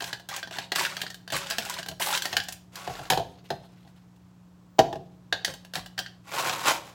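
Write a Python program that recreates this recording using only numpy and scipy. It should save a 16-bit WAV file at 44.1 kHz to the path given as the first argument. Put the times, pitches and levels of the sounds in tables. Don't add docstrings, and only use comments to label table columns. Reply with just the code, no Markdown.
import sys
import numpy as np
from scipy import signal
from scipy.fft import rfft, irfft, next_fast_len
from scipy.io import wavfile
from scipy.ndimage import uniform_filter1d, map_coordinates

SR = 44100
rng = np.random.default_rng(int(sys.argv[2]) if len(sys.argv) > 2 else 0)


def int16_out(signal):
    q = np.round(np.clip(np.atleast_2d(signal).T, -1, 1) * 32767)
    wavfile.write(sys.argv[1], SR, q.astype(np.int16))


N = 306043

# start in seconds, length in seconds, level in dB, frost hiss relative to the scrape in dB.
STROKES = [(0, 0.11, -37.5, -12), (.288, .11, -35, -14), (0.518, 0.13, -39.5, -16), (.752, .035, -28, -9),
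           (.783, .085, -25, -13), (0.889, 0.12, -38, -12.5), (1.32, 0.054, -25.5, -10.5),
           (1.373, 0.24, -37.5, -15), (1.611, 0.19, -35.5, -13.5), (1.998, 0.073, -28, -6),
           (2.056, 0.036, -25.5, -7), (2.1, 0.071, -24, -10.5), (2.231, 0.13, -37, -12),
           (2.5, .08, -56.5, -5.5), (5.458, .06, -40.5, -15.5), (5.743, 0.054, -37.5, -9.5),
           (5.976, 0.035, -40.5, -16.5)]
# frequency in Hz, gain in dB.
SCRAPE_COLOUR = [(88, -41), (150, -2), (186, -13), (206, -26.5), (400, -1.5), (442, -28), (549, 2),
                 (717, -8), (1090, -0.5), (1200, -7), (1570, 1), (2010, -2.5), (3000, -2.5), (8000, -11),
                 (10400, -32), (17600, -120)]
FROST_COLOUR = [(3500, -29.5), (6000, -20), (7600, 0.5), (9000, 2), (12000, -1), (16000, -4.5)]
JERK_DB, JERKS_PER_S = 2, 45

TUMBLES_PER_S, TUMBLE_HZ, TUMBLE_OCTAVES, TUMBLE_CYCLES = 110, 1900, 1.3, 26
TUMBLE_DB = -6

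# start in seconds, strength in dB, hollow of the cup relative to it in dB, brightness in dB.
CONTACTS = [(.0054, -21.5, -13.5, -7), (.021, -23.5, -6.5, 5.5), (.041, -21, -25, 1.5),
            (0.075, -32.5, -9, 1.5), (.129, -17, -16.5, -3.5), (.197, -35.5, -9, -1.5),
            (0.2882, -24.5, -12, 7), (0.363, -21.5, -16, 8.5), (0.4287, -21.5, -15.5, -9),
            (0.473, -31, -5, -5.5), (0.5095, -28, -5.5, -3), (.5696, -40.5, -3, -4), (.585, -16.5, -9, -3),
            (0.7188, -11.5, -14.5, -1.5), (.758, -12, -20, 5.5), (0.8508, -16, -25, -8.5),
            (0.967, -18.5, -19, -1), (1.0159, -14.5, -24, 3), (1.033, -24.5, -8.5, -2.5),
            (1.065, -23.5, -28, -12), (1.0774, -33.5, -30, -2), (1.102, -26.5, -21, 3),
            (1.1434, -28.5, -22, 3.5), (1.2767, -27, -13, -3.5), (1.3018, -23, -16, -2),
            (1.3216, -24, -7, 9), (1.5004, -20, -16.5, 8.5), (1.508, -14, -18, 2), (1.52, -21.5, -25, -3.5),
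            (1.5831, -11.5, -13.5, 5), (1.6507, -26.5, -14, 7.5), (1.697, -22, -27.5, 11),
            (1.74, -25, -26, 6), (1.7863, -22.5, -11, -6), (1.8287, -24, -18.5, -3.5), (1.861, -26, -11, 0),
            (1.885, -22, -26, 6), (1.9975, -25, -8.5, 3), (2.022, -16.5, -21.5, 7.5), (2.15, -13, -26.5, 1),
            (2.174, -14, -24.5, 4.5), (2.2209, -15.5, -29, 5.5), (2.2544, -14.5, -13.5, 3),
            (2.328, -17, -10.5, -2.5), (2.367, -5.5, -22, 1.5), (2.4, -17, -21, -9.5),
            (2.436, -32.5, -31.5, 8), (2.485, -22.5, -11.5, 7.5), (2.5235, -28, -26.5, 11),
            (2.7557, -26.5, -29, 5.5), (2.9524, -30, -4, -9), (3.053, -32.5, -9.5, -5),
            (3.1009, -6.5, -16, 6), (3.121, -14.5, -5.5, -1.5), (3.133, -16, -21.5, -1.5),
            (3.5035, -19.5, -8.5, -4.5), (3.875, -47, -20.5, -6), (4.162, -55.5, -20, 0),
            (5.3253, -8.5, -13.5, -10), (5.447, -9.5, -23, 3.5), (5.538, -30.5, -8.5, 6.5),
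            (5.6482, -34.5, -12, 0.5), (5.7364, -22, -14, 2.5), (5.7538, -15.5, -24.5, 1),
            (5.8602, -30, -16, 0.5), (5.979, -19, -16, -5), (5.9889, -13.5, -17.5, 1),
            (6.0616, -27, -27, -13.5), (6.4953, -16, -8, 0)]
# frequency in Hz, gain in dB.
SNAP_COLOUR = [(200, -43), (700, -29), (1500, -12), (2300, -8), (3000, 3), (3700, -2), (4400, 0),
               (5500, -6.5), (7000, -17), (9000, -29.5), (16000, -47.5)]
HOLLOW_COLOUR = [(45, -26), (130, -2), (230, -9), (400, -5), (550, -6), (720, 3.5), (1050, -8),
                 (1600, -31.5), (4000, -57)]
CRACK_COLOUR = [(1000, -58.5), (3000, -15.5), (6000, 2.5), (7600, 1.5), (9000, -3), (12000, -5),
                (16000, -5)]
# frequency in Hz, level in dB, time to fade by 60 dB in seconds.
WALL_MODES = [(1390, -9.5, 0.012), (1622, -1.5, 0.025), (1690, 5, 0.012), (1837, -6.5, 0.032)]
SNAP_VARIES_DB = 3
ORDINARY_DB = -22
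WALL_DB, CRACK_DB = -35, -40
WALL_GROWS, CRACK_GROWS = 1, .82
WALL_DAMPING = 0.37

# start in seconds, strength in dB, nominal pitch in Hz, rattle relative to the strength in dB,
# delay in seconds until it rocks back.
KNOCKS = [(1.326, -26.5, 454, -6, .025), (1.886, -31, 653, 0.5, 0.027), (2.334, -30.5, 744, 1.5, 0.036),
          (2.368, -31.5, 764, 7.5, 0.011), (2.481, -56, 705, -13, 0.017), (2.875, -23, 763, -10.5, 0.022),
          (2.992, -32, 740, -4.5, 0.021), (3.104, -13.5, 850, -9, 0.018), (3.128, -18, 886, -12, .012),
          (3.174, -13.5, 722, -12.5, .022), (3.505, -21.5, 720, -15, 0.015),
          (3.849, -50.5, 720, -28, 0.017), (4.785, -18, 695, -16.5, 0.0046), (4.79, -2.5, 671, -12, .009),
          (4.928, -22.5, 688, -11, 0.028), (5.478, -31, 470, -2, .02), (5.756, -29.5, 812, -1.5, 0.018)]
# frequency in Hz, level in dB, time to fade by 60 dB in seconds.
CUP_MODES = [(381.6, -8.5, 0.067), (452.3, -6, 0.075), (676.4, 3, 0.075), (773, 5.5, 0.033),
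             (900, -26, 0.017)]
# frequency in Hz, level in dB, time to fade by 60 dB in seconds.
COUNTER_MODES = [(44.7, -19, .4), (98.5, -4, 0.095), (138.4, 3.5, 0.084), (210, -6.5, 0.014),
                 (293, 2, 0.032)]
# frequency in Hz, gain in dB.
RATTLE_COLOUR = [(200, -38.5), (500, -20), (1000, -17.5), (1600, 5.5), (2100, -8.5), (2800, 0.5),
                 (4400, -4.5), (7000, -12), (9000, -22.5), (16000, -21.5)]
CUP_HZ, LOAD_POWER = 655.6, 0.55
ROCK_DB, ROCK_GROWS = -26.5, 0.82
ROCK_PITCH, ROCK_RATTLE_DB = 0.928, -5
THUD_DB, THUD_GROWS = -38.5, 0.5

# start in seconds, level in dB.
SPOON_HITS = [(0.129, -60), (1.583, -47), (3.101, -32), (3.503, -63), (5.447, -37)]
# frequency in Hz, level in dB, time to fade by 60 dB in seconds.
STEEL_MODES = [(2902, -6, .14), (3548, -7, .2), (3989, -8, .2), (4400, -7, .25), (5570, -6, .2),
               (6379, -6, .33), (7815, -7, .2), (8565, -8, .26), (8764, -7, .11), (9959, 1, .11),
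               (12600, -16, .32), (14090, -8, .2)]

# time in seconds, level of the push in dB.
PUSHES = [
    [(2.72, -58.5), (2.762, -49.5), (2.77, -43.5), (3.06, -47.5), (3.09, -52.5)],
    [(6.23, -69.5), (6.314, -37), (6.392, -28.5), (6.432, -33.5), (6.45, -27), (6.626, -37.5),
     (6.68, -18.5), (6.832, -54.5), (6.876, -46), (6.94, -58)],
]
# frequency in Hz, gain in dB.
TUB_COLOUR = [(74, -52.5), (125, -7.5), (187, -13.5), (226, -17), (331, -8), (368, -12), (568, -5),
              (991, -3), (1100, 2), (1240, -7.5), (1400, -1.5), (1610, -9), (2290, -8), (8000, -16.5),
              (10400, -44), (17600, -120)]

# start in seconds, length in seconds, level in dB.
SETTLING = [(3.15, 0.8, -61), (3.95, 0.92, -86), (4.8, .4, -68)]
# frequency in Hz, gain in dB.
SHIFT_COLOUR = [(500, -2), (900, -6.5), (2000, -7), (4000, -5.5), (7500, -17), (9000, -18.5),
                (16000, -23.5)]

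# frequency in Hz, average (rms) level in dB.
HUM = [(119.5, -61.5), (179.5, -55.5), (300.5, -72)]
# frequency in Hz, gain in dB.
AIR_COLOUR = [(20, -47), (33, -31.5), (48, -2), (130, 2), (190, -8), (250, -5), (520, -14.5), (1000, -13.5),
              (2000, -25), (4000, -28), (7800, -31), (9000, -37), (16000, -37.5)]
# frequency in Hz, time to fade by 60 dB in seconds.
KITCHEN_T60 = [(50, 1), (130, 1), (300, 0.66), (700, 0.46), (1500, 0.31), (3500, 0.38), (8000, 0.31),
               (15000, 0.29)]

BASS_CUT_HZ, TOP_HZ = 44, 16000


def scraping():
    slips = grains(rate=700, spread_db=3, tint_db=7, life=.0018)
    catches = grains(rate=130, spread_db=2, tint_db=12, life=.0025)
    grind = amp(-3.0) * unit(coloured(slips + catches, SCRAPE_COLOUR))
    frost = unit(coloured(slips, FROST_COLOUR))
    out = np.zeros(N)
    for s, length, db, frost_db in STROKES:
        stroke = effort([(s, length, db)], rise=0.063, sag_db=4.5, release=.06)
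        out += stroke * (grind + amp(frost_db) * frost)
    return out * amp(JERK_DB * wobble(JERKS_PER_S))


def tumbling(count=40):
    out = np.zeros(N)
    t = np.arange(SR // 20) / SR
    for s, length, db, _ in STROKES:
        for moment, pitch, size in rng.random((count, 3)):
            wait = moment * count / TUMBLES_PER_S
            hz = TUMBLE_HZ * 2 ** (TUMBLE_OCTAVES * (2 * pitch - 1))
            if wait < length:
                fade = amp(-60 * t * hz / TUMBLE_CYCLES)
                knock = np.sin(2 * np.pi * hz * t) * fade * (1 - np.exp(-t * hz))
                add(out, s + wait, amp(db + TUMBLE_DB) * 2 * size * blow(knock))
    return out


def clicks():
    out = np.zeros(N)
    for s, db, hollow_db, bright_db in CONTACTS:
        wall_db = follow(db, WALL_DB, WALL_GROWS) - WALL_DAMPING * bright_db
        crack_db = follow(db, CRACK_DB, CRACK_GROWS) + bright_db
        snap = burst(varied(SNAP_COLOUR, SNAP_VARIES_DB), t60=0.022, attack=0.0018)
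        wall = ring(WALL_MODES, scatter_db=10.0, detune=0.045, attack=0.001)
        hollow = burst(HOLLOW_COLOUR, t60=0.067, attack=0.00027)
        crack = burst(CRACK_COLOUR, t60=0.037, attack=0.00027)
        add(out, s, amp(db - 11.5) * snap)
        add(out, s, amp(wall_db) * wall)
        add(out, s, amp(db + hollow_db - 5.0) * hollow)
        add(out, s, amp(crack_db) * crack)
    return out


def knocks():
    out = np.zeros(N)
    for s, db, hz, rattle_db in landings():
        pitch = (hz / CUP_HZ) ** LOAD_POWER
        base = ring(CUP_MODES, scatter_db=2, detune=.005, attack=.0016, pitch=pitch)
        hollow = burst(HOLLOW_COLOUR, t60=0.078, attack=0.00068)
        rattle = burst(RATTLE_COLOUR, t60=0.036, attack=.0005)
        thud = ring(COUNTER_MODES, scatter_db=1, detune=.07, attack=.005)
        add(out, s, amp(db - 7.5) * base)
        add(out, s, amp(db - 13.5) * hollow)
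        add(out, s, amp(db + rattle_db - 3.5) * rattle)
        add(out, s + .0068, amp(follow(db, THUD_DB, THUD_GROWS)) * thud)
    return out


def landings():
    for s, db, hz, rattle_db, rock_s in KNOCKS:
        yield s, db, hz, rattle_db
        rock_db = follow(db, ROCK_DB, ROCK_GROWS)
        yield s + rock_s, rock_db, hz * ROCK_PITCH, rattle_db + ROCK_RATTLE_DB


def spoon():
    out = np.zeros(N)
    for s, db in SPOON_HITS:
        add(out, s, amp(db) * ring(STEEL_MODES, scatter_db=3, detune=.002, attack=.0004))
    return out


def sliding():
    t = np.arange(N) / SR
    push = np.zeros(N)
    for rows in PUSHES:
        times, levels_db = np.transpose(rows)
        push += amp(np.interp(t, times, levels_db, left=-np.inf, right=-np.inf))
    slips = grains(rate=800, spread_db=3, tint_db=7, life=.002)
    rub = amp(0.5) * unit(coloured(slips, TUB_COLOUR))
    hiss = amp(-10.5) * unit(coloured(slips, FROST_COLOUR))
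    return push * (rub + hiss)


def settling():
    ticks = grains(rate=75, spread_db=2, tint_db=12, life=.007)
    return effort(SETTLING, rise=.15, sag_db=5.0, release=.5) * unit(coloured(ticks, SHIFT_COLOUR))


def fridge():
    t = np.arange(N) / SR
    hum = np.zeros(N)
    for hz, db in HUM:
        level = amp(db + 1.3 * wobble(4)) * np.sqrt(2)
        hum += level * np.sin(2 * np.pi * hz * t + 0.2 * wobble(3))
    return hum + amp(-60) * unit(coloured(rng.standard_normal(N), AIR_COLOUR))


def kitchen(x, gap, early_db, early_t60, count=24):
    out = np.zeros(N)
    for place in np.array_split(np.arange(N), count):
        hz, t, z = signal.stft(rng.standard_normal(SR * 2 // 3), SR, nperseg=256)
        late = amp(-60 * t / along(KITCHEN_T60, hz)[:, None])
        early = amp(early_db - 60 * t / early_t60)
        echo = signal.istft(z * (late + early), SR, nperseg=256)[1]
        add(out, place[0] / SR + gap, signal.fftconvolve(x[place], echo / np.linalg.norm(echo)))
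    return out


def grains(rate, spread_db, tint_db, life, count=9):
    sizes = amp(spread_db * np.clip(rng.standard_normal(N), -1.7, 1.7))
    slips = (rng.random(N) < rate / SR) * sizes
    m = next_fast_len(N)
    noise = rfft(rng.standard_normal(m))
    band = np.digitize(np.fft.rfftfreq(m, 1 / SR), np.geomspace(500, 11000, count - 1))
    out = np.zeros(N)
    for k in range(count):
        tinted = slips * amp(tint_db * rng.uniform(-0.3, 1, N))
        power = signal.lfilter([1], [1, -np.exp(-1 / (life * SR))], tinted ** 2)
        out += irfft(noise * (band == k), m)[:N] * np.sqrt(power)
    return unit(out)


def burst(spectrum, t60, attack):
    t = np.arange(SR // 6) / SR
    envelope = amp(-60 * t / t60) * (1 - np.exp(-t / attack))
    return blow(coloured(rng.standard_normal(len(t)) * envelope, spectrum))


def ring(modes, scatter_db, detune, attack, pitch=1):
    t = np.arange(SR // 2) / SR
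    hz, db, t60 = np.transpose(modes)[:, :, None]
    size, shift = rng.uniform(-1.09, 1, (2, len(modes), 1))
    waves = np.sin(2 * np.pi * hz * pitch * (1 + detune * shift) * t)
    fades = amp(db + scatter_db * size - 60 * t / t60)
    return blow(np.sum(fades * waves, axis=0) * (1 - np.exp(-t / attack)))


def effort(rows, rise, sag_db, release):
    gain = np.zeros(N)
    for start, length, db in rows:
        t = np.arange(N) / SR - start
        done = np.clip(t / length, 0, 1)
        fade_db = 60 * np.maximum(t - length, 0) / release
        gain += np.minimum(done / rise, 1) * amp(db - sag_db * done - fade_db)
    return gain


def follow(db, level_db, grows):
    return level_db + grows * (db - ORDINARY_DB)


def varied(spectrum, depth_db):
    return [(hz, db + depth_db * rng.uniform(-1, 1)) for hz, db in spectrum]


def coloured(x, spectrum):
    m = 2 * next_fast_len(len(x))
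    cepstrum = irfft(np.log(amp(along(spectrum, np.fft.rfftfreq(m, 1 / SR)))))
    cepstrum[1:m // 2] *= 2
    cepstrum[m // 2 + 1:] = 0
    return irfft(rfft(x, m) * np.exp(rfft(cepstrum)), m)[:len(x)]


def along(points, hz):
    f, v = np.transpose(points)
    return np.interp(np.log(hz + 1), np.log(f + 1), v)


def wobble(rate):
    return map_coordinates(rng.standard_normal(int(N * rate / SR) + 4), [np.arange(N) * rate / SR])


def add(track, s, sound):
    part = track[max(round(s * SR), 0):][:len(sound)]
    part += sound[:len(part)]


def amp(db):
    return 10 ** (np.asarray(db) / 20)


def unit(x):
    return x / np.sqrt(np.mean(x ** 2) + 1e-20)


def blow(x):
    return x / np.sqrt(np.max(uniform_filter1d(x ** 2, size=220)) + 1e-20)


def scene():
    bright = scraping() + tumbling() + clicks() + spoon() + sliding() + settling()
    low = knocks()
    room = kitchen(amp(-7) * bright + amp(-9.0) * low, gap=.005, early_db=4.0, early_t60=0.058)
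    return (amp(-1.27) * bright + low + room + fridge())[None]


def record(dry):
    m = next_fast_len(N + SR // 2)
    bass_cut = signal.butter(4, BASS_CUT_HZ, "high", fs=SR, output="sos")
    thinned = signal.sosfilt(bass_cut, dry)
    kept = np.fft.rfftfreq(m, 1 / SR) < TOP_HZ
    return irfft(rfft(thinned, m) * kept, m)[..., :N]


dry = scene()
out = record(dry)
int16_out(out)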